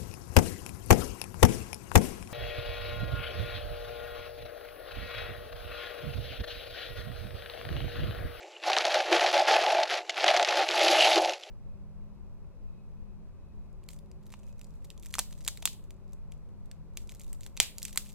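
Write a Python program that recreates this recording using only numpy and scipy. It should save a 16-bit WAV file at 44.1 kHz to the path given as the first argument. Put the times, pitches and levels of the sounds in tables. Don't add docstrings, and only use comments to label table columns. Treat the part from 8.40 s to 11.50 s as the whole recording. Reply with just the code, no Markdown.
import sys
import numpy as np
from scipy import signal
from scipy.fft import rfft, irfft, next_fast_len
from scipy.io import wavfile
from scipy.ndimage import uniform_filter1d

SR = 44100
rng = np.random.default_rng(int(sys.argv[2]) if len(sys.argv) > 2 else 0)


def materialize(psi):
    bounded = np.clip(np.atleast_2d(psi).T, -1, 1)
    quanta = np.round(bounded * 32767).astype(np.int16)
    wavfile.write(sys.argv[1], SR, quanta)


def makeup_ratio(level_db):
    decades = np.asarray(level_db, float) / 20
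    return 10 ** decades


N = 136710

# t/s, rustle level/dB, boom re rustle/dB, box thud re rustle/dB
HAND_PUSH = [(0, -55, 5.5, 6), (0.209, -56, -4, 1), (0.238, -35, -4, -13), (.6, -37.5, 1, -28),
             (.7, -35, 3, 4.5), (.8, -27, -6, -22), (1.03, -33.5, 1.5, -14), (1.2, -30.5, 5, -7.5),
             (1.43, -34, 10.5, -8.5), (1.461, -39, -13, -26), (1.581, -33, -3.5, -7), (1.642, -55.5, 7, 3),
             (1.755, -42, -0.5, -10), (1.82, -29.5, -5.5, -36), (2.29, -35.5, -1, -8), (2.42, -29, 7, 1.5),
             (2.909, -42, 13.5, 2.5), (2.99, -59, 7.5, -7)]
# t/s, duration/s, rustle level/dB, boom re rustle/dB
PAD_SLIPS = [(0.266, 0.0064, -28, 7), (0.275, 0.05, -30, 3.5), (0.332, 0.013, -27, 2),
             (0.366, 0.0092, -22.5, 1), (0.388, 0.044, -32, -7), (0.45, 0.016, -24, -6),
             (0.474, 0.0088, -30, 0.5), (0.497, 0.044, -30, -5), (0.5422, 0.014, -23, -3.5),
             (0.555, 0.056, -32.5, 8), (0.7156, 0.06, -25, -0.5), (.813, 0.084, -31, 5),
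             (0.928, 0.09, -27.5, 6.5), (1.073, 0.1, -25, 1), (1.274, 0.087, -33, -2.5),
             (1.33, 0.11, -38.5, 7), (1.497, 0.062, -31, 0), (1.767, 0.022, -31, -1.5),
             (1.827, 0.0052, -32.5, 13.5), (1.866, 0.0038, -25, 6), (1.878, 0.037, -26, 3),
             (1.968, 0.0043, -20, 0), (1.988, 0.043, -32, 8), (1.936, 0.025, -28, 3),
             (2.072, 0.088, -30.5, 2), (2.165, 0.071, -29.5, 6), (2.359, 0.11, -37.5, 6.5),
             (2.479, 0.15, -31.5, 4), (2.644, 0.14, -31.5, 4.5), (2.807, 0.081, -46.5, 18)]
# t/s, peak level/dB, f/Hz, decay by 60 dB/s
STRAW_SNAPS = [(0.3322, -8, 2560, 0.035), (0.366, -4.5, 1900, 0.029), (0.385, -0.5, 3630, 0.0093),
               (0.4523, -1.5, 2960, 0.0069), (0.5438, -2.5, 1700, 0.005), (0.6028, -11, 1390, 0.032),
               (0.7365, -17, 2550, 0.012), (0.8622, -6.5, 2700, 0.017), (1.2635, -8, 1730, 0.025),
               (1.433, -5, 4200, 0.021), (1.6946, -3.5, 2190, 0.023), (1.7688, -16, 2640, 0.024),
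               (1.8092, -25, 1820, 0.017), (1.842, 0, 1670, 0.018), (1.8638, -5, 2730, 0.0061),
               (1.8806, -21, 3500, 0.0059), (1.9033, -3, 4100, 0.011), (1.965, 2, 3100, 0.0038),
               (1.9967, -1, 1420, 0.0059), (2.0274, -2, 3480, 0.016), (2.048, -4, 3130, 0.0079),
               (2.0865, -4, 2700, 0.039), (2.2886, -2.5, 3300, 0.017), (2.3155, -10.5, 2150, 0.02),
               (2.4132, -4, 2140, 0.035), (2.6435, -7, 2680, 0.016), (2.7585, 3.5, 3700, 0.0055),
               (2.895, -4.5, 2800, 0.015), (2.934, -10, 2800, 0.038), (3.0347, -15.5, 3030, 0.022)]
# t/s, peak level/dB, f/Hz, decay by 60 dB/s
MORE_STRAW_SNAPS = [
    (0.0288, -28, 2200, 0.019),
    (0.6524, -28, 2600, 0.016),
    (1.703, -10, 2970, 0.024),
    (2.3108, -7.5, 3600, 0.008),
    (2.338, -11, 2570, 0.0061),
    (2.8475, -6, 2850, 0.016),
]
# t/s, peak level/dB, f/Hz
FIBRE_CLICKS = [(0.3322, -8, 3310), (0.3666, -13, 3140), (0.3856, -7, 4390), (0.4103, -17, 3970),
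                (0.446, -17, 3070), (0.452, -14, 3510), (0.5446, -10, 4430), (0.6036, -14, 2530),
                (0.7293, -11, 2500), (0.8087, -14, 3860), (0.8636, -11, 3590), (0.9045, -16, 3120),
                (0.9962, -12, 4120), (1.1122, -11, 2240), (1.2648, -13, 3030), (1.4333, -16, 3860),
                (1.499, -15, 2740), (1.6958, -14, 3040), (1.7693, -19, 3520), (1.8097, -18, 2860),
                (1.8424, -11, 2270), (1.8645, -11, 2580), (1.8809, -8, 4010), (1.9036, -9, 3790),
                (1.9658, -11, 2470), (1.9974, -13, 2530), (2.0277, -10, 3030), (2.0485, -12, 3340),
                (2.0873, -12, 3390), (2.2888, -8, 3470), (2.3114, -19, 3650), (2.3172, -16, 3940),
                (2.3383, -18, 4090), (2.4353, -10, 4070), (2.6463, -9, 2920), (2.7595, -10, 3520),
                (2.7869, -13, 4070), (2.8488, -15, 3590), (2.8954, -16, 3470), (2.9346, -21, 4260),
                (3.0353, -29, 3440)]
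# t/s, peak level/dB
PAPER_POPS = [(0.265, -22), (0.374, -15), (0.448, -21), (0.483, -17), (0.547, -16), (0.604, -17),
              (0.828, -17), (0.847, -13), (1.004, -15), (1.084, -15), (1.158, -14), (1.187, -16),
              (1.297, -17), (1.354, -17), (1.696, -27), (1.812, -21), (1.844, -13), (1.867, -15),
              (1.886, -14), (1.912, -13), (1.947, -17), (1.972, -13), (1.998, -16), (2.021, -16),
              (2.445, -16), (2.473, -15), (2.67, -16), (2.723, -16), (2.783, -14)]
# t/s, level/dB
WALL_RUB = [
    (2.45, -62),
    (2.55, -31),
    (2.62, -22),
    (2.655, -24),
    (2.68, -45),
    (2.75, -63),
]
# t/s, peak level/dB
BOX_KNOCKS = [
    (0.301, -43),
    (0.532, -38),
    (0.711, -15),
    (0.744, -21),
    (1.084, -31),
    (1.84, -29),
    (2.289, -27.5),
    (2.519, -20),
    (2.763, -14),
]
# f/Hz, width/Hz, level/dB
SHEET_MODES = [(548.6, 46.4, -1), (621.7, 45, 6), (716.3, 54, 3), (768.6, 29.4, 4.5), (876.5, 73, 1.5)]
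# f/Hz, level/dB
FIBRE_COLOUR = [(300, -17), (1000, -2.5), (1500, -0.5), (2800, 0.5), (4400, -3), (6500, -12.5), (8000, -23),
                (14000, -19.5)]
# f/Hz, density/dB per Hz
YARD_COLOUR = [(330, -9), (600, 2), (1100, -32), (2000, -5), (2900, 1.5), (3500, -31), (6000, -8),
               (9000, -24)]
# t/s, duration/s, start f/Hz, end f/Hz, level/dB
BIRD_NOTES = [
    (0.02, 0.02, 2490, 2190, -43.5),
    (0.111, 0.048, 2850, 2960, -50),
    (0.147, 0.032, 2500, 3130, -43.5),
]
# f/Hz, level/dB
MIC_TOP = [(8300, -1), (8950, -20), (9300, -6.5), (11000, 1), (12100, -13.5), (13000, -11.5), (14000, -29),
           (14500, -58)]

BOX_HZ = 310
LIFT_TO_HZ, LIFT_DB = 885.5, 9.5


def at_hz(points, hz):
    f, db = np.array(points)[:, 0], np.array(points)[:, 1]
    return np.interp(np.log(hz + 1), np.log(f), db)


def rms(x):
    return np.sqrt(np.mean(x ** 2))


def rms_one(x):
    return x / np.sqrt(np.mean(x ** 2) + 1e-20)


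def colour(x, gain):
    size = next_fast_len(N + 8192)
    hz = np.arange(size // 2 + 1) * SR / size
    return irfft(rfft(x, size) * gain(hz), size)[..., :N]


def drift(rate_hz):
    r = np.exp(-2 * np.pi * rate_hz / SR)
    wander = signal.lfilter([1], [1, -2 * r, r * r], rng.standard_normal(N + SR))
    return rms_one(wander[SR:])


def resonance(x, hz, width_hz):
    r = np.exp(-np.pi * width_hz / SR)
    b = np.array([1, 0, -1]) * (1 - r * r) / 2
    a = [1, -2 * r * np.cos(2 * np.pi * hz / SR), r * r]
    return signal.lfilter(b, a, x + 1e-18)


def pad():
    t = np.arange(N) / SR
    rustle, boom, thud = effort()
    clump_db = clumps() * np.interp(t, [2.3, 2.4, 2.75, 2.85], [1.1, .45, 0.39, 1.2])
    train = ticks(clump_db) * makeup_ratio(clump_db / 2)
    train = train / np.sqrt(uniform_filter1d(train ** 2, size=1100) + 1e-9)

    pitches, ring_cycles = np.geomspace(350, 14000, 24), 6.1
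    dealt = rng.integers(0, 24, N)
    patches = [makeup_ratio(2.5 * drift(40)) for group in range(6)]
    rung = 0
    for k, hz in enumerate(pitches):
        struck = rustle * train * (dealt == k) * patches[k // 4]
        rung = rung + resonance(struck, hz, 2.9 * hz / ring_cycles)
    rustle_rms = rms(rustle)
    hiss = makeup_ratio(-9) * rustle * makeup_ratio(clump_db / 2) * rng.standard_normal(N)
    fine = rms_one(rung) * rustle_rms + hiss
    fine = colour(fine, lambda hz: makeup_ratio(at_hz(FIBRE_COLOUR, hz)) * (hz > 250))
    fine = rms_one(fine) * rustle_rms * makeup_ratio(0.5)
    brighter = np.interp(t, [2.2, 2.4, 2.8, 2.85], [-2.5, 4.5, 12, 13])
    fine += makeup_ratio(-14.5) * colour(fine, lambda hz: hz / (hz + 6000)) * brighter

    low = rms_one(sheet(boom * train, bending_db=2.5)) * rms(boom) * makeup_ratio(-LIFT_DB - 2.0)
    deep = resonance(thud * rms_one(ticks(clump_db)), BOX_HZ, width_hz=86)
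    return fine + low + rms_one(deep) * rms(thud) * makeup_ratio(-LIFT_DB - 2.5)


def effort():
    attack_s, release_s, sag_db = .0015, .006, -3.5
    t = np.arange(N) / SR
    s, db, boom_db, thud_db = np.transpose(HAND_PUSH)
    rustle, boom, thud = [makeup_ratio(np.interp(t, s, db + more)) ** 2 for more in (0 * db, boom_db, thud_db)]
    for start, lasts, level_db, low_db in PAD_SLIPS:
        age = np.maximum(t - start, 0)
        rise = 1 - np.exp(-age / attack_s)
        fall = np.exp(-np.maximum(age - lasts, 0) / release_s)
        sag = sag_db * (np.minimum(age / lasts, 1) - .5)
        power = (rise * fall * makeup_ratio(level_db + sag)) ** 2
        rustle = rustle + power
        boom = boom + power * makeup_ratio(2 * low_db)
        thud = thud + power * makeup_ratio(2 * low_db - 25.5)
    return np.sqrt([rustle, boom, thud])


def clumps():
    per_s, depth_db, settle_s = 110, 3.6, .0035
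    kicks = rng.exponential(1, N) * (rng.random(N) < per_s / SR)
    swell = signal.lfilter([1], [1, -np.exp(-1 / (settle_s * SR))], kicks)
    db = depth_db * np.log2(1 + 2 * swell)
    return db - uniform_filter1d(db, size=900)


def ticks(clump_db):
    per_s, spread_db = 5000, 0.5
    sizes = makeup_ratio(spread_db * np.minimum(rng.exponential(1, N), 6)) * rng.choice([-1, 1], N)
    return sizes * (rng.random(N) < per_s * makeup_ratio(clump_db) / SR)


def sheet(drive, bending_db=0):
    out = 0
    for k, (hz, width_hz, db) in enumerate(SHEET_MODES):
        bend = makeup_ratio(bending_db * drift(4.5)) if bending_db else 1
        out = out + makeup_ratio(db) * (-1) ** k * resonance(drive * bend, hz, width_hz)
    return out


def snaps():
    ring_width, crack_db, tail_db, tail_s = .5, -1, -19, .05
    out, shake, t = np.zeros(N + SR), np.zeros(N + SR), np.arange(3000) / SR
    rows = list(STRAW_SNAPS) + list(MORE_STRAW_SNAPS)
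    noises = rng.standard_normal((len(rows), 3, 3000))
    bright = signal.butter(3, [1600, 6000], "band", fs=SR, output="sos")
    for (s, db, hz, dies), (a, b, c) in zip(rows, noises):
        burst = makeup_ratio(-60 * t / max(dies, .002))
        ring = resonance(a * burst, hz, ring_width * hz * min(1, 0.0085 / dies))
        ring = resonance(ring, hz, hz)
        crack = signal.sosfilt(bright, b * burst)
        tail = signal.sosfilt(bright, c * np.abs(a[::-1])) * makeup_ratio(tail_db - 60 * t / tail_s)
        snap = ring / np.abs(ring).max() + makeup_ratio(crack_db) * crack / np.abs(crack).max() + tail
        i = int(s * SR)
        out[i:i + 3000] += makeup_ratio(db - 15.0) * snap
        shake[i] = makeup_ratio(db + 9.0 - LIFT_DB - 5.9 * np.log2(hz / 1800))
    return out[:N] + sheet(shake[:N])


def clicks():
    out, t = np.zeros(N + SR), np.arange(-40, 88) / SR
    for s, db, hz in FIBRE_CLICKS:
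        width_s = .6 / hz * np.where(t < 0, .6, 1.3)
        pulse = np.exp(-(t / width_s) ** 2) * np.sin(2 * np.pi * hz * t - .6)
        i = int(s * SR) - 40
        out[i:i + 128] += makeup_ratio(db - 0.5) * pulse
    return out[:N]


def pops():
    rise_s, fall_s, pop_hz, hz_spread = .002, .004, 700, .12
    out, t = np.zeros(N + SR), np.arange(-400, 1400) / SR
    shape = np.where(t < 0, np.exp(-(t / rise_s) ** 2), np.exp(-np.maximum(t, 0) / fall_s))
    chance = rng.uniform(-0.87, 1, (len(PAPER_POPS), 2))
    for (s, db), (bend, phase) in zip(PAPER_POPS, chance):
        hz = pop_hz * (1 + hz_spread * bend)
        i = int(s * SR) - 400
        out[i:i + 1800] += makeup_ratio(db - 1.5 - LIFT_DB) * shape * np.sin(2 * np.pi * hz * t + np.pi * phase)
    return out[:N]


def rub():
    s, db = np.transpose(WALL_RUB)
    grain = rms_one(resonance(ticks(3.0 * drift(89)), hz=2850, width_hz=450))
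    return makeup_ratio(np.interp(np.arange(N) / SR, s, db, left=-99, right=-99)) * grain


def knocks():
    t, push_s, thump_db = np.arange(N) / SR, 0.01, -29
    push = 0
    for s, db in BOX_KNOCKS:
        age = t - s
        push = push + makeup_ratio(db) * (age > 0) * age / push_s * np.exp(1 - np.abs(age) / push_s)
    ring = rms_one(resonance(rng.standard_normal(N), BOX_HZ, width_hz=164))
    thump = rms_one(signal.lfilter([1], [1, -.985], rng.standard_normal(N)))
    return makeup_ratio(-LIFT_DB - 5.5) * (push * ring + makeup_ratio(thump_db) * np.tanh(push * 200) * thump)


def yard():
    t = np.arange(N) / SR
    wash = colour(rng.standard_normal(N), lambda hz: makeup_ratio(at_hz(YARD_COLOUR, hz)) * (hz > 250))
    out = makeup_ratio(-58 + 0.6 * drift(5.9)) * rms_one(wash)
    throb = 1 + 0.52 * np.sin(2 * np.pi * 40 * t)
    out += makeup_ratio(-69) * throb * rms_one(resonance(rng.standard_normal(N), hz=7300, width_hz=200))
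    rough = .5 + drift(310)
    for s, length, from_hz, to_hz, db in BIRD_NOTES:
        u = np.clip((t - s) / length, 0, 1)
        cycles = length * u * (from_hz + (to_hz - from_hz) * u / 2)
        out += makeup_ratio(db) * rough * np.sin(np.pi * u) ** 2 * np.sin(2 * np.pi * cycles)
    return out


def scene():
    mix = pad() + snaps() + clicks() + pops() + rub() + knocks() + yard()
    return np.tile(mix, (2, 1))


def band_limit(x):
    return signal.sosfilt(signal.butter(12, 14820, fs=SR, output="sos"), x)


def record(dry):
    bass_cut_hz, bass_left_db, side_from_hz = 323.4, -36, 11000

    def microphone(hz):
        cut = makeup_ratio(bass_left_db) + 1 / (1 + (bass_cut_hz / (hz + 1)) ** 60.)
        lift_db = LIFT_DB / (1 + (hz / LIFT_TO_HZ) ** 240.0)
        return cut * makeup_ratio(lift_db + at_hz(MIC_TOP, hz))

    x = colour(dry, microphone)
    held_noise = rng.standard_normal(N // 8 + 1).repeat(8)[:N]
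    side = colour(x[0] * held_noise, lambda hz: (hz > side_from_hz) * (hz < 13800))
    top = colour(x[0], lambda hz: hz > side_from_hz)
    side = makeup_ratio(-11) * rms_one(side) * rms(top)
    now_and_then = np.clip(2 * drift(8.4) - 1.2, 0, 1)
    lower = colour(x[0] * rng.standard_normal(N),
                   lambda hz: makeup_ratio(at_hz(MIC_TOP, hz)) * hz / (hz + 4000) * (hz < 8300))
    side += makeup_ratio(-18) * now_and_then * lower
    return band_limit(x + side * [[1], [-1]])


dry = scene()
out = record(dry)
materialize(out)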